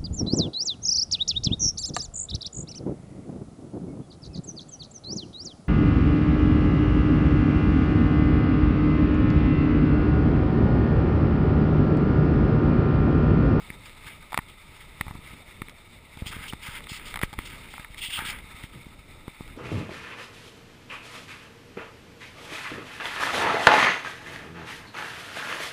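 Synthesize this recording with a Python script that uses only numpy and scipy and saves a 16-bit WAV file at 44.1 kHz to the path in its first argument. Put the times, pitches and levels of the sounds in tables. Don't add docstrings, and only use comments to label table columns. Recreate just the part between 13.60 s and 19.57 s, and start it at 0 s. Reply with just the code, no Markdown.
import sys
import numpy as np
from scipy import signal
from scipy.fft import rfft, irfft, next_fast_len
from scipy.io import wavfile
from scipy.ndimage import uniform_filter1d, map_coordinates

SR = 44100
rng = np.random.default_rng(int(sys.argv[2]) if len(sys.argv) > 2 else 0)


def digitize_waveform(pressure):
    field = np.atleast_2d(pressure).T
    bounded = np.clip(field, -1, 1)
    quanta = np.round(bounded * 32767).astype(np.int16)
    wavfile.write(sys.argv[1], SR, quanta)


def gain_from_decibels(decibels):
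    exponent = np.asarray(decibels, float) / 20
    return 10 ** exponent


N = 263263


def unit(x):
    return x / np.sqrt(np.mean(x ** 2) + 1e-20)


def along(points, hz):
    f, v = np.transpose(points)
    return np.interp(np.log(hz + 1), np.log(f + 1), v)


def curves(rows):
    s, *cols = np.transpose(rows)
    return [np.interp(np.arange(N) / SR, s, c) for c in cols]


def wobble(rate_hz):
    knots = rng.standard_normal(int(N * rate_hz / SR) + 4)
    return map_coordinates(knots, [np.arange(N) * rate_hz / SR])


def filtered(x, response):
    m = next_fast_len(len(x) + 2048)
    return irfft(rfft(x, m) * response(np.fft.rfftfreq(m, 1 / SR)), m)[:len(x)]


def resonant(modes):
    def response(f):
        total = 0
        for k, (hz, width_hz, db) in enumerate(modes):
            total = total + (-1) ** k * gain_from_decibels(db) * 1j * f * width_hz / (hz * hz - f * f + 1j * f * width_hz)
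        return total
    return response


def patchy(depth_db):
    z = signal.stft(rng.standard_normal(N + 512), nperseg=256)[2]
    field = uniform_filter1d(rng.standard_normal(z.shape), size=4, axis=0)
    field = uniform_filter1d(field, size=12, axis=1)
    return signal.istft(z * gain_from_decibels(depth_db * unit(field)), nperseg=256)[1][:N]


def storm():
    # time in seconds, wind rumble in dB, surf in dB.
    strength = [(0.0, -48, -49), (0.51, -51.5, -50), (0.66, -49.5, -49), (1.11, -48, -51.5),
                (1.46, -48, -49), (1.98, -50, -49.5), (2.34, -49, -52), (2.56, -50.5, -52),
                (2.76, -46, -47.5), (3.37, -49, -51), (3.76, -47, -49.5), (4.01, -51, -48.5),
                (4.39, -50, -51), (4.77, -43.5, -50), (4.95, -48, -47), (5.12, -48, -51.5),
                (5.69, -51.5, -51.5), (5.97, -46, -50)]
    # centre in Hz, width in Hz, level in dB.
    case = [(895, 183, -4), (1279, 108, -0.5), (2164, 308, 1.5), (3190, 1200, -9.5), (3596, 220, 0),
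            (5420, 830, -15.5)]
    # frequency in Hz, density in dB per Hz.
    rumble_spectrum = [(12, -23), (20, -3.5), (43, -8.5), (125, -15), (287, -21), (462, -25.5),
                       (700, -34.5), (910, -72), (1540, -120)]
    surf_spectrum = [(300, -25), (600, -4), (1500, -34), (3000, -17), (4500, -26), (5500, -36.5),
                     (6000, -14.5)]
    rumble_db, surf_db = curves(strength)
    gusts = gain_from_decibels(2.86 * wobble(12))
    rumble = unit(gusts * filtered(rng.standard_normal(N), lambda hz: gain_from_decibels(along(rumble_spectrum, hz))))
    spray = patchy(depth_db=0.86) * gain_from_decibels(1.36 * wobble(22) + 1.17 * wobble(61))
    ringing = unit(filtered(spray, resonant(case)))
    leak = unit(filtered(patchy(depth_db=4.0), lambda hz: gain_from_decibels(along(surf_spectrum, hz))))
    surf = unit(ringing + gain_from_decibels(-5.5) * leak)
    return gain_from_decibels(rumble_db) * rumble + gain_from_decibels(surf_db) * surf


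def contacts():
    # start in seconds, peak in dB, tilt in dB per octave, sharp edge in dB.
    snaps = [(0.1028, -23.5, 22, -30), (0.2958, -34.5, 8, -6), (0.7301, -22.5, -17, -11),
             (0.7759, -9.5, -6, -8), (1.4107, -12.5, 10, -11.5), (2.0845, -30, 8, -13),
             (2.6607, -34, -6, 0), (3.2057, -31, 3, -19), (3.2702, -27.5, 2, -26), (3.2988, -36, -11, -12),
             (3.5726, -22.5, -2, -10), (3.6339, -10, 9, -33), (3.7888, -16.5, 4.5, -11.5),
             (4.18, -27, -5.5, -30), (5.8078, -36.5, -23, -21), (5.8786, -40, -3, 0.5)]
    rattles = [(0.7208, -29, -14, -11), (0.7436, -15, -8, -14), (0.7889, -16.5, -1.5, -30),
               (1.4664, -35.5, -16, -6), (1.481, -26, -6, -20), (1.5095, -27.5, -10, -25),
               (1.5534, -36.5, -17, -17), (2.0186, -21.5, 1.5, -12), (2.0957, -40.5, 11, 4),
               (2.5722, -39.5, -21, -2), (2.766, -33, -7.5, -16), (2.9254, -29.5, -14, -24),
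               (2.9336, -25, -3.5, -9), (3.241, -36.5, 17, 1), (3.541, -22.5, -4.5, -6.5),
               (3.5583, -22.5, -2, -8), (3.5911, -23.5, -4.5, -9), (3.6143, -20, -3.5, -10),
               (3.737, -27, -8, -8), (4.1387, -29, -8, -19), (4.2463, -28.5, 4, -19), (4.345, -33, 8, -7),
               (3.397, -32, 9, -18), (4.787, -34, 3, -4), (5.6798, -30, -13, -14)]
    creaks = [
        (2.6217, -39.5, -16, -15),
        (3.6303, -17.5, 5, -9.5),
        (3.7297, -28.5, -14, -3.5),
        (4.1968, -31, -3, -7),
        (4.59, -19, -11, -6),
        (5.0367, -31, 3, -5.5),
    ]
    kinds = ((snaps, (0.018, -10)), (rattles, (0.023, -4)), (creaks, (0.084, -11.5)))
    return sorted(tuple(row) + kind for rows, kind in kinds for row in rows)


def clicks():
    # frequency in Hz, level in dB.
    knock = [(860, 0), (1280, 3.5), (1650, 2.5), (2050, 6.5), (2400, -5)]
    out, t = np.zeros(N + 4096), np.arange(1536) / SR

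    def pulse(at_s, width_s):
        return -np.exp(-((t - at_s) / width_s - 2) ** 2)

    def edge(f):
        return resonant([(3500, 1300, 0)])(f) ** 2 + gain_from_decibels(-2)

    def soft(f):
        return 1 / (1 - (f / 2500) ** 2 + 0.9j * f / 2500)

    for s, db, tilt_db, edge_db, t60_s, rattle_db in contacts():
        decay = gain_from_decibels(rattle_db - 6 - 60 * t / (0.82 * t60_s))
        rattle = decay * (1.7 * rng.standard_normal(len(t)) + pulse(0.00054, 0.00008))
        modes = resonant([(hz, 9.5 / t60_s * (hz / 1500) ** 1.37, mode_db + tilt_db * np.log2(hz / 1400))
                          for hz, mode_db in knock])
        body = filtered(pulse(0, 0.00008) + rattle, lambda f: modes(f) * soft(f))
        sharp = filtered(pulse(0, 0.00005) + 0.7 * rattle, edge)
        body /= np.abs(body).max()
        sharp /= np.abs(sharp).max()
        out[round(s * SR):][:len(t)] += gain_from_decibels(db) * (body + gain_from_decibels(edge_db + 8.5) * sharp)
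    return out[:N]


def thumps():
    # time in seconds, peak in dB, width in ms.
    pushes = [(0.7892, -23, 1.8), (1.468, -31, 2.7), (1.481, -31.5, 3.2), (1.5104, -29.5, 2.3),
              (1.5535, -30.5, 1.95), (1.592, -39.5, 1.9), (2.6238, -25, 3.1), (2.6657, -30, 2.2),
              (2.7669, -31.5, 1.8), (2.792, -32.5, 4.7), (3.088, -31.5, 2.8), (3.5582, -32.5, 3.1),
              (3.6345, -16.5, 1.1), (3.653, -32, 12), (3.791, -29, 1.6), (4.0073, -38, 2.9),
              (4.487, -39.5, 2.5), (4.947, -38, 3.3), (5.0417, -30.5, 2.2), (5.681, -26, 1.4),
              (5.8088, -27.5, 1.6)]
    pulls = [(0.1036, -31.5, 1.74), (0.469, -40, 3.6), (0.7449, -32, 1.3), (1.4106, -26.5, 2.2),
             (1.7363, -36, 1.8), (2.0194, -25.5, 1.52), (2.084, -41, 1.4), (2.572, -36, 1.9),
             (2.6215, -30, 0.91), (2.631, -35, 3.5), (2.7045, -38, 2), (2.811, -37, 2), (2.935, -25, 1.6),
             (3.319, -29, 2.2), (3.638, -25, 2.9), (3.7308, -33, 1.9), (3.7861, -26, 3.5),
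             (3.7902, -24.5, 1.5), (3.9374, -41, 1.6), (4.1978, -34.5, 2.4), (4.3055, -40, 3.4),
             (4.59, -31.5, 3.5), (4.6229, -33, 1.2), (4.6551, -33.5, 1.6), (4.6894, -37, 2.1),
             (4.8433, -39, 2.1), (5.159, -33.5, 2.2), (5.2676, -34, 1.7), (5.3917, -39.5, 4.7),
             (5.91, -38.5, 2.2)]
    out, t = np.zeros(N + 4096), np.arange(-1024, 2048) / SR
    for side, rows in ((1, pushes), (-1, pulls)):
        for s, db, width_ms in rows:
            u = 1750 * t / width_ms
            shape = np.exp(-u ** 2) - 0.27 * np.exp(-((u - 2.6) / 3.4) ** 2)
            out[round(s * SR):][:len(t)] += side * gain_from_decibels(db + 3.5) * shape
    return out[1024:][:N]


def strokes():
    # start in seconds, length in seconds, level in dB, spot in octaves over 1 kHz, spread in octaves.
    brushes = [(0.258, 0.0086, -48.5, 1.4, 1.6), (0.302, 0.046, -57, 1.2, .7),
               (0.468, 0.016, -46.5, 0.67, 1.9), (.49, 0.048, -50.5, 0.94, 0.73),
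               (.62, .02, -54.5, 0.27, 0.6), (0.888, 0.015, -51, 1.6, 0.6), (1.146, 0.029, -53, 1.1, 1.1),
               (1.207, 0.018, -52, 1.2, 1), (1.25, .11, -55, 0.88, 0.38), (1.643, 0.1, -53, 0.96, 1),
               (2.592, 0.029, -55.5, 1.6, 1.1), (3.788, 0.049, -46, 1.03, 0.88),
               (3.858, .02, -43.5, 1.56, 1.2), (3.901, 0.053, -45.5, 0.98, 1.2),
               (4.032, 0.057, -49, 0.83, 0.88), (4.104, 0.064, -50, 1.6, 1.1), (4.194, 0.036, -53, 1.1, 1),
               (4.31, 0.017, -54.5, 1.8, .4), (4.9, 0.022, -52, .3, .5), (4.985, 0.02, -51, 1.1, 0.88),
               (5.035, 0.016, -48.5, 1.2, 1.1), (5.135, 0.022, -54, 0.83, 1.5),
               (5.886, 0.032, -57, .5, 0.63)]
    rubs = [(2.667, 0.011, -38.5, 1.56, 1.1), (2.678, 0.015, -41, 1.9, 1.1),
            (2.716, 0.049, -41.5, 0.82, 1.23), (2.788, 0.037, -47.5, 0.49, 1.5),
            (2.832, 0.031, -42.5, 0.84, 1.1), (2.882, 0.017, -39.5, 1.78, .6),
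            (3.024, 0.058, -45.5, 1.3, 1.8), (3.067, 0.072, -43.5, 1.04, 1.3),
            (3.154, 0.029, -39.5, 1.04, 1.1), (3.295, 0.079, -42.5, 2, 1.1), (3.331, 0.12, -46, 1, 0.75),
            (3.456, 0.057, -45, 1.6, 1.7), (3.512, 0.012, -47, 0.52, 1.7), (3.627, 0.012, -36, 1.05, 1.26),
            (4.382, 0.016, -42, 1.5, 0.99), (4.416, 0.069, -35, 1.7, 0.33), (4.429, 0.028, -37, 1.74, 1.1),
            (4.504, 0.023, -39, 1.45, 1), (4.528, 0.054, -29, 1.69, 0.4), (4.581, 0.033, -32, 0.27, 0.79),
            (4.606, 0.13, -37, 0.63, 1.1), (4.654, 0.055, -33.5, 1.45, 0.91),
            (4.747, .055, -42, 0.86, 0.62), (4.538, 0.048, -42, .2, .6)]
    group_octaves = [
        .3,
        1.1,
        1.65,
        2.2,
    ]
    rise_db_per_s, fall_db_per_s, sag_db = 1498, 600, 2.5
    tail_db, tail_db_per_s = -15, 134
    off_spot_db = 7
    s, length_s, db, spot, spread = np.transpose(brushes + rubs)[..., None]
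    t = np.arange(0, N, 32) / SR
    after_s = np.maximum(t - s - length_s, 0)
    release_db = np.maximum(-fall_db_per_s * after_s, tail_db - tail_db_per_s * after_s)
    hold_db = -sag_db * np.clip((t - s) / length_s, 0, 1)
    pressure_db = db - rise_db_per_s * np.maximum(s - t, 0) + hold_db + release_db
    share_db = -off_spot_db * ((np.array(group_octaves) - spot) / spread) ** 2
    gains = np.sqrt(gain_from_decibels(2 * share_db).T @ gain_from_decibels(2 * pressure_db))
    return [np.interp(np.arange(N) / SR, t, g) for g in gains]


def hand():
    # centre in Hz, width in Hz, level in dB.
    drag = [(913, 86, 0.59), (1253, 91, 3.5), (1640, 270, 0.5)]
    scrape = [(2030, 444, -0.31), (2210, 610, -0.62)]
    squeak = [(2690, 300, 4.5), (3310, 395, 5), (3770, 150, -16)]
    fizz = [(3715, 206, 6), (4255, 145, 4.5), (5120, 1100, 3), (5260, 170, -11)]
    grip_db = 0.8 * wobble(40) + 1.15 * wobble(200)
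    out = np.zeros(N)
    for gain, modes in zip(strokes(), (drag, scrape, squeak, fizz)):
        slips = patchy(depth_db=-1.43) * gain_from_decibels(grip_db + 0.83 * wobble(90))
        centre_hz = np.mean(modes, axis=0)[0]
        span_hz = np.ptp(modes, axis=0)[0]
        group = resonant([(centre_hz, 5.8 * span_hz, 0)])
        out += gain * unit(filtered(slips, lambda f: resonant(modes)(f) * group(f)))
    return out


def chirps():
    # start in seconds, length in seconds, level in dB, start in Hz, end in Hz.
    slides = [
        (2.886, 0.021, -30.5, 3390, 2750),
    ]
    out, t = np.zeros(N), np.arange(N) / SR
    for s, length_s, db, start_hz, end_hz in slides:
        u = np.clip((t - s) / length_s, 0, 1)
        hz = (start_hz + (end_hz - start_hz) * u) * (1 + 0.03 * wobble(400))
        tone = np.sin(2 * np.pi * np.cumsum(hz) / SR)
        out += gain_from_decibels(db + 4.3 * wobble(300)) * np.sin(np.pi * u) * tone
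    return out


def ducked(x):
    threshold_db, lag_s, recovery_s = -29, 0.025, 0.1
    t = np.arange(SR // 2) / SR - lag_s
    memory = np.exp(-np.abs(t) / np.where(t > 0, recovery_s, lag_s / 4))
    loud = np.abs(signal.fftconvolve(x ** 2, memory / memory.sum())[:N])
    return x / np.sqrt(1 + loud / gain_from_decibels(2 * threshold_db))


def scene():
    return (storm() + hand() + clicks() + thumps() + chirps())[None]


def roll_off(x):
    return signal.sosfilt(signal.butter(12, 16650, fs=SR, output="sos"), x)


def record(dry):
    guarded = filtered(ducked(dry[0]), lambda hz: 1 / np.sqrt(1 + (hz / 5400) ** 16))
    slow = signal.resample_poly(guarded, 40, 147)
    held = signal.resample_poly(np.repeat(slow, 4), 147, 160)[:N]
    low = filtered(held, lambda hz: hz < 15320)
    struck = np.zeros(N)
    struck[[round(c[0] * SR) for c in contacts() if c[1] > -33]] = 1
    gate = np.minimum(signal.fftconvolve(struck, np.hanning(400), "same"), 1)
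    topped = low + gain_from_decibels(-18) * gate * (held - low)
    hz, _, z = signal.stft(topped, SR, nperseg=2048)
    valley = (hz > 11400) & (hz < 12450)
    hiss = (hz > 8000) & (hz < 10000)
    z[valley] *= np.abs(z[valley]).mean(axis=0) > gain_from_decibels(-26) * np.abs(z[hiss]).mean(axis=0)
    mix = signal.istft(z, SR, nperseg=2048)[1][None, :N]
    return roll_off(mix)


dry = scene()
out = record(dry)
digitize_waveform(out)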